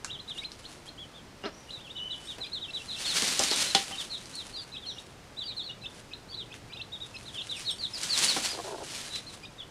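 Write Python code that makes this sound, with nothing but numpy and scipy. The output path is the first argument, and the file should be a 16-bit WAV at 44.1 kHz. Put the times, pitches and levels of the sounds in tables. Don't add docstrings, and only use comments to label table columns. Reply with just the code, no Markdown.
import sys
import numpy as np
from scipy import signal
from scipy.fft import rfft, irfft, next_fast_len
from scipy.io import wavfile

SR = 44100
rng = np.random.default_rng(int(sys.argv[2]) if len(sys.argv) > 2 else 0)


def dump(signal):
    limited = np.clip(np.atleast_2d(signal).T, -1, 1)
    pcm = np.round(limited * 32767).astype(np.int16)
    wavfile.write(sys.argv[1], SR, pcm)


N = 427769
TIME = np.arange(N) / SR


def undb(db):
    return 10 ** (np.asarray(db) / 20)


def unit(x):
    return x / np.sqrt(np.mean(x ** 2))


def noise():
    return rng.standard_normal(N)


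def envelope(rows):
    s, db = np.transpose(rows)
    return undb(np.interp(TIME, s, db)) * (TIME >= s[0]) * (TIME <= s[-1])


def colour(x, points):
    hz, db = np.transpose(points)
    size = next_fast_len(N)
    f = np.maximum(np.fft.rfftfreq(size, 1 / SR), 1)
    rolloff = np.minimum(f / hz[0], 1) ** 2 * np.minimum(hz[-1] / f, 1) ** 2
    gain = undb(np.interp(np.log(f), np.log(hz), db))
    return unit(irfft(rfft(x, size) * rolloff * gain, size)[:N])


def resonate(x, hz, width):
    return signal.lfilter(*signal.iirpeak(hz, hz / min(width, SR / 3), fs=SR), x)


def drift(rate, size=N):
    return np.interp(np.arange(size) / SR * rate, np.arange(size), rng.standard_normal(size))


def fade(t, t60):
    return np.exp(-np.log(1000) * t / t60)


def ringing(modes):
    t = np.arange(SR // 2) / SR
    return sum(undb(db) * np.sin(2 * np.pi * hz * t) * fade(t, t60) for hz, db, t60 in modes)


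def add(out, s, sound):
    start = max(int(s * SR), 0)
    out[start:start + len(sound)] += sound[:N - start]


def progress(length):
    return np.linspace(0, 1, int(length * SR))


def bird_tone(hz, swell, waver, octave_db=-28):
    phase = 2 * np.pi * np.cumsum(hz * (1 + waver * drift(400, len(hz)))) / SR
    octave = undb(octave_db) * (1 + 12 * np.exp(-((2 * hz - 4800) / 500) ** 2))
    swell = swell * undb(2.6 * drift(294, len(hz)))
    return unit(swell) * (np.sin(phase) + octave * np.sin(2 * phase)) * np.sqrt(2)


def pen_echo(x, wet_db, t60):
    t = np.arange(SR // 2) / SR
    arrivals = rng.random(len(t)) < (500 + 40000 * t) / SR
    tail = rng.standard_normal(len(t)) * arrivals * fade(t, t60) * (t > .004)
    return x + undb(wet_db) * signal.fftconvolve(x, tail / np.linalg.norm(tail))[:N]


def own_echoes(call, echo_db, latest_s, count=5):
    out = np.pad(call, (0, SR // 10))
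    for lag in latest_s * rng.uniform(.1, 1, size=count):
        start = int(lag * SR)
        out[start:start + len(call)] += undb(echo_db) * call
    return out


# frequency in Hz, strength in dB.
AIR_TONE = [(25, -2), (129, 1.5), (209, -2), (368, -3.5), (2360, -14.5), (4500, -17), (9050, -26),
            (15500, -40)]
def yard():
    air = undb(-50.5) * colour(noise(), AIR_TONE)
    drone = unit(resonate(resonate(noise(), hz=113, width=33), hz=113, width=33))
    return air + drone * envelope([(4.5, -73), (6.4, -57.5), (9.7, -68)])


# start and length in seconds, pitch in Hz, relative level in dB.
WHISTLES = [(1.52, .22, 5800, -61), (1.95, .37, 2960, -42.5), (4.865, .14, 5580, -55)]
def whistles():
    out = np.zeros(N)
    for s, length, hz, db in WHISTLES:
        u = progress(length)
        hoarseness = .012 * (hz / 3000) ** 2
        pitch = hz * (1 + 0.015 * drift(47.2, len(u)))
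        swell = np.sin(np.pi * np.sqrt(u)) * np.exp(-2 * u)
        add(out, s, undb(db) * bird_tone(pitch, swell, hoarseness))
    return out


def swish(s, rise, fall, db):
    tenfold_drops = np.maximum((s - TIME) / rise, (TIME - s) / fall)
    return undb(db - 20 * np.minimum(tenfold_drops, 10))


# peak time and fall time in seconds, relative level in dB.
FOOT_STROKES = [(0.38, 0.13, -50.5), (0.65, 0.49, -54), (1.72, 0.19, -55.5), (2.29, 0.35, -50),
                (2.82, 0.43, -49.5), (3.015, 0.12, -38.5), (3.92, 0.39, -44.5), (4.017, 0.11, -41.5),
                (4.2, 0.18, -50), (4.37, 0.61, -50), (5.0, 0.15, -52), (5.965, 0.15, -52.5),
                (6.555, 0.054, -50), (7.35, 0.85, -51.5), (7.62, 0.29, -45.5), (8.96, 0.44, -40),
                (9.16, 0.041, -39.5), (9.34, 0.05, -45)]
# peak time in seconds, relative level in dB.
WINGBEATS = [(3.17, -32), (3.275, -31.5), (3.44, -32.5), (3.54, -35.5), (3.626, -31), (3.78, -38),
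             (8.035, -39), (8.135, -45), (8.24, -30.5), (8.31, -36.5), (8.454, -35), (8.66, -43.5)]
def stirring():
    feet = sum(swish(s, 0.79 * fall, fall, db) ** 2 for s, fall, db in FOOT_STROKES)
    beats = sum(swish(s, rise=0.2, fall=0.19, db=db) ** 2 for s, db in WINGBEATS)
    shuffling = undb(-70.5) ** 2
    return np.sqrt(feet + beats + shuffling)


def crackle(rate, spread_db):
    happens = rng.random(N) < rate / SR
    return unit(happens * noise() * undb(spread_db * np.minimum(rng.exponential(size=N), 4)))


# frequency in Hz, strength in dB.
STRAW_TONE = [(530, -5), (900, -4.5), (2450, -4.5), (2660, -1.5), (7500, -6.5), (10700, -8), (15500, -56)]
FEATHER_TONE = [(90, -24), (181, -1.5), (450, -7), (986, -6.5), (4040, 2.5), (9340, -4.5), (15500, -30)]
def rustle():
    effort = stirring()
    wing_share = effort / (effort + undb(-45))
    straw = colour(crackle(rate=2400, spread_db=2.5) * undb(4.3 * drift(60)), STRAW_TONE)
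    wings = colour(crackle(rate=9000, spread_db=0.2) * undb(1.6 * drift(60)), FEATHER_TONE)
    return effort * (undb(2) * straw * (1 - wing_share) + undb(6.5) * wings * wing_share)


# start in seconds, level in dB, centre pitch in Hz.
SNAPS = [(0.046, -24.5, 6040), (0.047, -27.5, 1450), (0.518, -35.5, 4830), (3.222, -16, 4460),
         (3.393, -12.5, 6030), (3.436, -17, 6000), (3.513, -17, 3850), (3.561, -20, 8000),
         (3.749, -9, 3550), (3.752, -12, 3120), (4.257, -36, 4500), (4.354, -31, 8150), (6.541, -34, 2340),
         (8.014, -27.5, 6000), (8.033, -21.5, 5350), (8.13, -29, 9000), (8.176, -16.5, 5000),
         (8.189, -17.5, 7200), (8.246, -13.5, 8000), (9.16, -27.5, 3400)]
def snaps():
    out, t = np.zeros(N), np.arange(SR // 10) / SR
    for s, db, hz in SNAPS:
        burst = unit(resonate(rng.standard_normal(len(t)), hz, 0.43 * hz))
        add(out, s, undb(db) * burst * (fade(t, 0.0067) + 0.19 * fade(t, 0.15)))
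    return signal.sosfilt(signal.butter(5, 10000, fs=SR, output="sos"), out)


# start in seconds, thud level in dB, ring level in dB.
BUMPS = [(2.383, -38.5, -49), (3.224, -32.5, -65), (3.397, -26, -29), (3.514, -29, -59), (3.749, -27, -21),
         (3.911, -39.5, -37.5), (8.364, -28, -33)]
# frequency in Hz, strength in dB.
THUD_TONE = [(130, -0.5), (350, 3.5), (1000, 1), (5000, -12.5)]
# start in seconds, relative level in dB.
TINKS = [(2.254, -68), (7.565, -66), (7.708, -58)]
# pitch in Hz, strength in dB, ring time in seconds.
HOLLOW_RING = [(194, -18, .18), (785, -1, .15)]
WIRE_RING = [(5420, 20, 0.21), (8260, 19, 0.19), (8950, 17, 0.14), (12900, 2, .15)]
def knocks():
    thuds, rings, t = np.zeros(N), np.zeros(N), np.arange(SR // 2) / SR
    for s, thud_db, ring_db in BUMPS:
        add(thuds, s, undb(thud_db) * fade(t, 0.12))
        add(rings, s, undb(ring_db) * ringing(HOLLOW_RING))
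    for s, db in TINKS:
        add(rings, s, undb(db + 2 * drift(200, len(t))) * ringing(WIRE_RING))
    return thuds * colour(noise(), THUD_TONE) + rings


# time in seconds, pulses per second, level in dB.
CLUCK = [(1.434, 186, -36), (1.453, 192.6, -34.5), (1.462, 343, -33.5), (1.496, 266.6, -45.5)]
# centre and width in Hz, strength in dB.
THROAT = [(274, 77, 0), (413, 26, 4), (610, 230, -9), (1220, 330, -12), (4900, 380, -18)]
def cluck():
    s, rate, db = np.transpose(CLUCK)
    cycles = np.cumsum(np.interp(TIME, s, rate) * (TIME > s[0])) / SR
    pulses = np.diff(np.floor(cycles), prepend=0) + .01 * noise()
    voice = sum(undb(gain_db) * resonate(pulses, hz, width) for hz, width, gain_db in THROAT)
    voice = signal.sosfilt(signal.butter(6, [140, 5400], "band", fs=SR, output="sos"), voice)
    sounding = (TIME > s[0]) & (TIME < s[-1])
    return voice / np.std(voice[sounding]) * envelope(np.column_stack([s, db]))


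# start and length in seconds, relative level in dB.
MUTTER = [(8.527, .02, -30.5), (8.574, .03, -27), (8.64, .05, -30), (8.707, .055, -30.5), (8.78, .045, -32)]
# pitch in Hz, strength in dB, ring time in seconds.
MUTTER_RING = [(399, -6, 0.082), (621, 0.5, 0.03), (907, 1, 0.025), (1460, -5, 0.018)]
def mutter(pulses_per_s=115.1):
    out, t = np.zeros(N), np.arange(SR // 2) / SR
    onset = 1 - fade(t, .015)
    for s, length, db in MUTTER:
        at = s
        while at < s + length:
            gap = rng.uniform(.5, 1.5) / pulses_per_s
            accent_db = 2 * rng.standard_normal()
            detune = 1 + 0.092 * rng.standard_normal()
            throat = ringing([(hz * detune, tone_db, t60) for hz, tone_db, t60 in MUTTER_RING])
            add(out, at, undb(db + accent_db) * onset * throat)
            at += gap
    return signal.sosfilt(signal.butter(3, [280, 1800], "band", fs=SR, output="sos"), out)


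# length in seconds, place and half-width of the upward flip as shares
# of that length, gain of the high part over the low, base strength of the octave in dB.
SMOOTH = (0.0368, 0.66, 0.1, 3.5, -32)
SCOOPED = (0.0536, .6, 0.12, 3.5, -30)
REEDY = (0.0356, 0.69, 0.06, 1.4, -25)
# time of the flip in seconds, low and high pitch in Hz, level in dB, shape.
PIPS = [(.106, 2710, 3900, -42, SCOOPED), (.199, 3160, 4140, -45.5, SMOOTH),
        (.383, 2728, 3934, -40.5, SCOOPED), (.443, 2220, 4230, -42, SCOOPED),
        (.654, 2970, 4342, -48, SMOOTH), (.886, 3140, 4316, -48, SMOOTH), (1.455, 2770, 4260, -45, SMOOTH),
        (1.706, 2814, 4210, -45.5, SMOOTH), (1.805, 2620, 3720, -54.5, SCOOPED),
        (1.902, 2660, 3790, -46, SCOOPED), (2.466, 2400, 4150, -46.5, REEDY),
        (2.706, 2650, 4120, -46, REEDY), (2.821, 2670, 3030, -48.5, REEDY),
        (2.981, 2600, 4100, -45.5, REEDY), (4.769, 2520, 3950, -45.5, SCOOPED),
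        (4.984, 2760, 3860, -45.5, SMOOTH), (5.523, 2400, 3730, -50, SCOOPED),
        (5.714, 2830, 3758, -42.5, REEDY), (5.859, 2600, 3700, -41, SMOOTH),
        (6.134, 2500, 4120, -43, SMOOTH), (6.343, 3310, 4190, -41.5, SMOOTH),
        (6.525, 2450, 3620, -49, SMOOTH), (6.727, 2326, 4060, -47, SCOOPED),
        (6.768, 2457, 3810, -47, SCOOPED), (6.815, 2620, 4230, -41, SMOOTH),
        (7.165, 2566, 4170, -43.5, REEDY), (7.417, 2970, 4140, -43.5, SMOOTH),
        (9.453, 2370, 3830, -47.5, REEDY)]
def rising_pips():
    out = np.zeros(N)
    for s, low, high, db, (length, place, half_width, growth, octave_db) in PIPS:
        u = progress(length)
        flip = .5 + .5 * np.tanh((u - place) / half_width)
        swell = np.abs(np.sin(np.pi * u)) ** 0.63 * (1 + (growth - 1) * flip)
        droop = 1 - .05 * (u - place) + .008 * drift(120, len(u))
        hz = (low + (high - low) * flip) * droop
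        call = bird_tone(hz, swell, waver=0.0098, octave_db=octave_db)
        add(out, s - place * length, undb(db) * own_echoes(call, echo_db=-15, latest_s=0.012))
    return out


ARCH = (.27, .157, .294, 1.25)
DOME = (0.369, 0.146, .17, 1.49)
SLIDE = (.115, 0.116, .286, 1.27)
# start and length in seconds, top pitch in Hz, level in dB, shape.
PEEPS = [(0.116, 0.06, 3840, -44, SLIDE), (0.277, 0.052, 3990, -39.5, ARCH),
         (0.976, 0.08, 3410, -46.5, DOME), (1.131, 0.076, 3550, -53, DOME), (1.708, 0.083, 3940, -45, DOME),
         (1.835, .052, 3420, -51, ARCH), (1.962, 0.043, 3810, -42.5, ARCH), (2.1, 0.056, 3930, -38.5, ARCH),
         (2.27, 0.072, 3830, -42, ARCH), (2.401, 0.057, 4234, -39, SLIDE),
         (2.516, 0.077, 4200, -37.5, ARCH), (2.607, 0.06, 3880, -39.5, ARCH),
         (2.732, 0.058, 4046, -37, ARCH), (2.875, 0.065, 4190, -41.5, SLIDE),
         (2.901, .068, 4170, -39.5, ARCH), (3.037, .05, 3790, -37.5, SLIDE), (3.047, 0.1, 4400, -35, ARCH),
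         (3.488, 0.075, 4400, -33.5, ARCH), (3.655, 0.091, 4236, -39.5, DOME),
         (3.919, 0.041, 3102, -41.5, DOME), (3.968, .066, 3834, -38, ARCH),
         (4.093, 0.065, 4380, -41.5, ARCH), (4.112, 0.067, 4226, -39.5, ARCH),
         (4.329, .098, 4420, -46, ARCH), (4.362, .076, 4146, -43, ARCH), (4.528, 0.085, 4370, -42.5, SLIDE),
         (4.545, 0.1, 4810, -45.5, DOME), (4.715, .067, 4090, -45, ARCH),
         (4.808, 0.073, 3710, -49.5, SLIDE), (4.855, 0.077, 4310, -39.5, ARCH),
         (5.365, 0.087, 3965, -39, ARCH), (5.421, 0.12, 4770, -44, ARCH), (5.465, 0.072, 3985, -42, DOME),
         (5.562, 0.066, 4290, -37, SLIDE), (5.612, .106, 4406, -45, ARCH), (5.81, .067, 4144, -49, ARCH),
         (6.281, .1, 4620, -48.5, DOME), (6.365, 0.073, 4000, -41.5, ARCH), (6.917, 0.054, 3820, -41, DOME),
         (6.999, .058, 3830, -42, DOME), (7.255, .052, 4170, -46, ARCH), (7.333, 0.071, 3420, -43.5, SLIDE),
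         (7.369, 0.063, 3650, -39.5, ARCH), (7.488, 0.059, 3996, -36.5, ARCH),
         (7.529, 0.063, 3050, -46, SLIDE), (7.644, 0.088, 4384, -38.5, ARCH),
         (7.667, .056, 4000, -33, SLIDE), (7.781, 0.065, 4682, -41.5, ARCH),
         (7.821, 0.052, 4290, -33.5, SLIDE), (7.932, 0.051, 5150, -38.5, SLIDE),
         (8.089, .084, 4670, -31, SLIDE), (8.272, 0.069, 4568, -30.5, SLIDE),
         (8.484, 0.078, 5000, -41, ARCH), (9.093, 0.079, 4006, -45, ARCH), (9.121, 0.07, 4080, -39, DOME),
         (9.262, 0.05, 4280, -47, DOME), (9.58, 0.054, 3780, -44, SLIDE)]
def arching_peeps():
    out = np.zeros(N)
    for s, length, top, db, (crest, lift, sag, bend) in PEEPS:
        u = progress(length)
        rise = np.maximum(1 - u / crest, 0)
        fall = np.maximum((u - crest) / (1 - crest), 0)
        hz = top * (1 - lift * rise ** 2 - sag * fall ** bend + 0.005 * drift(94.5, len(u)))
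        swell = np.abs(np.sin(np.pi * u ** 0.92)) ** 0.83
        call = bird_tone(hz, swell, waver=0.012)
        add(out, s, undb(db) * own_echoes(call, echo_db=-20.5, latest_s=.034, count=8))
    return out


def scene():
    chicks = pen_echo(arching_peeps() + rising_pips(), wet_db=-10, t60=0.14)
    far = pen_echo(undb(-3) * whistles(), wet_db=-3, t60=0.31)
    bustle = rustle() + snaps() + knocks() + cluck() + undb(-1.5) * mutter()
    return (chicks + far + pen_echo(bustle, wet_db=-12.5, t60=0.19) + yard())[None]


def record(dry):
    return signal.sosfilt(signal.ellip(8, .2, 70, 15400, fs=SR, output="sos"), dry)


dry = scene()
out = record(dry)
dump(out)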